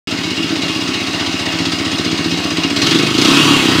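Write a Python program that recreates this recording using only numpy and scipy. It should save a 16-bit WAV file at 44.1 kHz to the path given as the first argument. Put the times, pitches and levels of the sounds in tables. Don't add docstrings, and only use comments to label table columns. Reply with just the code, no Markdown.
import sys
import numpy as np
from scipy import signal
from scipy.fft import rfft, irfft, next_fast_len
from scipy.io import wavfile
from scipy.ndimage import uniform_filter1d

SR = 44100
rng = np.random.default_rng(int(sys.argv[2]) if len(sys.argv) > 2 else 0)


def ratio(d):
    e = np.asarray(d, float) / 20
    return 10 ** e


def to_wav(sig):
    pcm = np.clip(np.atleast_2d(sig), -1, 1) * 32767
    pcm = np.round(pcm).astype(np.int16)
    wavfile.write(sys.argv[1], SR, pcm.T)


N = 167580

# (time [s], rate [firings/s])
FIRING_RATE = [(0, 15.68), (.7, 15.73), (1.3, 15.34), (2, 15.21), (2.4, 15.41), (2.74, 15.39),
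               (2.82, 19.93), (2.95, 26.22), (3.02, 25.39), (3.15, 26.41), (3.25, 30.73), (3.36, 36),
               (3.43, 37.5), (3.5, 35.9), (3.65, 32.39), (3.8, 29.06)]
# (time [s], exhaust bark [dB], low thump [dB], combustion knock [dB], clatter [dB])
SOURCE_LEVELS = [(0, -24, -30, -28.5, -22), (.6, -23.5, -33.5, -29.5, -21), (1.2, -25, -30.5, -30, -20),
                 (1.6, -23.5, -29.5, -26, -20.5), (2.1, -20.5, -29.5, -28.5, -20.5),
                 (2.72, -21.5, -32.5, -25, -20.5), (2.76, -18.5, -28, -16, -21.5),
                 (2.82, -16, -24, -16, -17.5), (2.91, -14, -25, -19.5, -15.5), (2.96, -11.5, -25, -23, -18),
                 (3.14, -17.5, -23, -27.5, -20.5), (3.2, -12, -23, -17, -17.5),
                 (3.3, -9.5, -28.5, -19.5, -15), (3.38, -12, -25, -31, -14.5), (3.48, -12, -20, -40, -15.5),
                 (3.65, -12.5, -28, -31, -17), (3.8, -15, -18.5, -28, -17.5)]
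# (time [s], share [0-1])
INTAKE_SHARE = [(0, .8), (1.1, .75), (1.6, .2), (2.7, .15), (3, .1), (3.8, .15)]
# (time [s], opening [0-1])
THROTTLE_OPENING = [
    (0, 0.2),
    (2.74, 0.11),
    (2.9, .9),
    (3.05, 0.85),
    (3.15, 0.53),
    (3.25, 1),
    (3.42, .99),
    (3.52, 0.7),
    (3.8, 0.5),
]
# (time [s], peak [dB])
LOW_THUDS = [
    (2.876, -26),
    (3.256, -27),
    (3.316, -20),
    (3.567, -20),
    (3.597, -23),
]
# (centre [Hz], width [Hz], level [dB])
SILENCER_MODES = [(172, 20, -4), (198, 24, -7), (245, 22, -8), (274, 16, -4), (294, 42, 0), (322, 20, -5),
                  (395, 28, -14)]
# (centre [Hz], width [Hz], level [dB])
BLOCK_MODES = [(648, 170, 8), (1145, 62, 12), (1284, 50, 5), (1577, 46, 6.5), (1842, 16.5, 0.5),
               (2215, 43, 10.5), (2533, 24, 6), (2827, 75, 12.5), (3120, 27, 1.5), (3600, 27, 8.5),
               (3873, 49, 3), (4155, 44, 10), (4970, 150, -4.5), (3345, 40, 11)]
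# (frequency [Hz], density [dB/Hz])
THUMP_IDLE = [(45, -43), (62, -26), (78, -2.5), (92, 1.5), (125, 2.5), (140, -48), (160, -33), (200, -63)]
# (frequency [Hz], density [dB/Hz])
THUMP_SPEED = [(50, -32), (75, -31), (110, -17), (130, -4.5), (152, -2), (175, -7), (210, -45), (260, -54)]
# (frequency [Hz], density [dB/Hz])
CLATTER_IDLE = [(210, -29), (350, -13), (451, -14.5), (1130, -9.5), (1660, -4.5), (2840, -4), (5030, -6),
                (11800, -30), (15500, -29)]
# (frequency [Hz], density [dB/Hz])
CLATTER_SPEED = [(260, -34), (450, -9.5), (614, -19), (972, -9), (1110, -5), (2260, -5), (2820, -3),
                 (3130, -1), (15500, -29)]
# (frequency [Hz], density [dB/Hz])
KNOCK_BODY = [(400, -11), (1500, -6.5), (2500, 2), (4200, 5), (6500, -3.5), (10000, -21), (15500, -40)]
# (frequency [Hz], density [dB/Hz])
KNOCK_EDGE = [(4000, -30), (7000, -26), (10000, 7), (13000, -4.5), (15700, 0.5)]
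# (frequency [Hz], t60 [s])
GARAGE_T60 = [(100, 1), (500, 0.42), (3000, 0.15), (12000, 0.36)]
# (frequency [Hz], gain [dB])
MIC_RESPONSE = [(4000, 0), (8200, 0), (9000, 0.5), (10300, -3), (11100, -1), (11900, -7), (13050, 0),
                (14200, -4)]

FIRE_JITTER_CYCLES, FIRE_SCATTER_DB = .006, 1.2
LOOSE_JITTER_CYCLES, LOOSE_SCATTER_DB = .03, 1.5
KNOCK_LEAD_CYCLES = .27


def unit(x):
    return x / np.sqrt(np.mean(x ** 2) + 1e-20)


def along(points, hz):
    f, v = np.transpose(points)
    return np.interp(np.log(hz + 1), np.log(f + 1), v)


def curves(rows):
    time_s, *columns = np.transpose(rows)
    return [np.interp(np.arange(N) / SR, time_s, column) for column in columns]


def pace():
    idle_rate, full_rate = 16, 34
    return np.clip((curves(FIRING_RATE)[0] - idle_rate) / (full_rate - idle_rate), 0, 1)


def filtered(x, response):
    m = next_fast_len(N + SR // 2)
    return irfft(rfft(x, m) * response(np.fft.rfftfreq(m, 1 / SR)), m)[:N]


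def coloured(x, colour):
    return unit(filtered(x, lambda f: ratio(along(colour, f))))


def resonances(modes, f, turn=-1):
    total = 0
    for k, (centre, width, db) in enumerate(modes):
        damping = 1j * f * width
        total = total + turn ** k * ratio(db) * damping / (centre * centre - f * f + damping)
    return total


def pulses(lag_cycles, jitter_cycles, scatter_db, per_cycle=1):
    first_turn = .036
    turns = (np.cumsum(curves(FIRING_RATE)[0]) / SR + first_turn - lag_cycles) * per_cycle
    whole = np.arange(np.ceil(turns[0]), turns[-1])
    draw = rng.standard_normal((len(whole), 2))
    at = np.interp(whole + jitter_cycles * draw[:, 0], turns, np.arange(N)).astype(int)
    return np.bincount(at, ratio(scatter_db * draw[:, 1]), N)


def loose_pulses(lag_cycles):
    return pulses(lag_cycles, LOOSE_JITTER_CYCLES, LOOSE_SCATTER_DB)


def dying(x, t60_s, rise_s):
    t = np.arange(SR // 4) / SR
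    return signal.fftconvolve(x, ratio(-60 * t / t60_s) * (1 - np.exp(-t / rise_s)))[:N]


def patchy(depth_db):
    z = signal.stft(rng.standard_normal(N), nperseg=512)[2]
    field = uniform_filter1d(rng.standard_normal(z.shape), size=4, axis=0)
    field = uniform_filter1d(field, size=16, axis=1)
    return unit(signal.istft(z * ratio(depth_db * unit(field)), nperseg=512)[1][:N])


def ringing(x, colour, ring):
    return unit(filtered(x, lambda f: ratio(along(colour, f)) * (1 + ring * resonances(BLOCK_MODES, f))))


def garage(x):
    hz, t, z = signal.stft(rng.standard_normal(SR // 2), SR, nperseg=256)
    decay = ratio(-60 * t / along(GARAGE_T60, hz)[:, None])
    tail = signal.istft(z * decay, SR, nperseg=256)[1]
    delayed = np.pad(x, (400, 0))
    return signal.fftconvolve(delayed, tail / np.linalg.norm(tail))[:N]


def thuds():
    time_s, peak_db = np.transpose(LOW_THUDS)
    hits = np.bincount((time_s * SR).astype(int), ratio(peak_db), N)
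    return -dying(hits, t60_s=0.029, rise_s=.0015)


def clatter(level_db):
    ticks = dying(pulses(0.084, 0.29, 1, per_cycle=6), t60_s=0.048, rise_s=.0005)
    swell = dying(loose_pulses(-KNOCK_LEAD_CYCLES), t60_s=0.097, rise_s=0.018)
    shake = (0.52 * unit(ticks) + .5 * unit(swell) + 1.43) * patchy(depth_db=1.7)
    idle = ringing(shake, CLATTER_IDLE, ring=1.0)
    speed = ringing(shake, CLATTER_SPEED, ring=0.8)
    return ratio(level_db) * ((1 - pace()) * idle + pace() * speed)


def knock(level_db):
    edge_idle_db, edge_growth = -58, 1.6
    firing = pulses(-KNOCK_LEAD_CYCLES, FIRE_JITTER_CYCLES * 2, LOOSE_SCATTER_DB)
    gate = dying(firing, t60_s=.05, rise_s=.008)
    edge = coloured(gate * rng.standard_normal(N), KNOCK_EDGE)
    body = ringing(gate * patchy(depth_db=2.0), KNOCK_BODY, ring=0.76)
    edge_db = edge_idle_db + edge_growth * (level_db - level_db[0])
    return ratio(level_db) * body + ratio(edge_db) * edge


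def silencer(f):
    modes = -resonances(SILENCER_MODES, f, turn=0.95) * np.exp(-1j * .6)
    return modes * f ** 4 / (f ** 4 + 140 ** 4) / (1 + (f / 420) ** 6)


def exhaust_bark(level_db):
    echo_s, intake_lag_cycles, valve_lead_cycles = .017, .42, .22
    fire = pulses(0, FIRE_JITTER_CYCLES, FIRE_SCATTER_DB)
    echo = np.roll(pulses(0, 2 * FIRE_JITTER_CYCLES, LOOSE_SCATTER_DB), int(echo_s * SR))
    echo = echo * (.7 - .5 * pace())
    valve = (.45 - .3 * pace()) * loose_pulses(-valve_lead_cycles)
    gulps = curves(INTAKE_SHARE)[0] * loose_pulses(intake_lag_cycles) + valve
    flow = unit(dying(loose_pulses(-0.084), t60_s=0.16, rise_s=0.0065)) + 0.47
    gas = flow * rng.standard_normal(N)
    clean = filtered(fire + echo - gulps, silencer) / np.sqrt(curves(FIRING_RATE)[0])
    rough = unit(filtered(gas, silencer))
    return ratio(level_db) * (unit(clean) + ratio(-5 - 8 * pace()) * rough)


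def exhaust_thump(level_db):
    delay_s = .009
    throttle = np.clip(curves(THROTTLE_OPENING)[0], 0, 1)
    late = -np.roll(pulses(0, FIRE_JITTER_CYCLES / 2, FIRE_SCATTER_DB / 2), int(delay_s * SR))
    idle, speed = coloured(late, THUMP_IDLE), coloured(late, THUMP_SPEED)
    return ratio(level_db) * ((1 - throttle) * idle + throttle * speed)


def scene():
    bark_db, thump_db, knock_db, clatter_db = curves(SOURCE_LEVELS)
    metal = clatter(clatter_db) + knock(knock_db)
    bark, thump = exhaust_bark(bark_db), exhaust_thump(thump_db)
    to_walls = ratio(-9 - 3 * pace()) * bark + ratio(-12) * thump + ratio(-9) * metal
    return (bark + thump + metal + garage(to_walls))[None]


def top_cut(x):
    return signal.sosfilt(signal.butter(12, 15710, fs=SR, output="sos"), x)


def record(dry):
    start_s, top_hz, low_cut_hz = .0725, 15765, 45

    def microphone(f):
        return ratio(along(MIC_RESPONSE, f)) * (f < top_hz) * (1j * f / (1j * f + low_cut_hz)) ** 2

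    x = filtered(dry[0], microphone) + thuds()
    x = x / (1 + np.abs(x) ** 8) ** (1 / 8)
    x = x * (np.arange(N) > start_s * SR)
    return top_cut(x[None])


dry = scene()
out = record(dry)
to_wav(out)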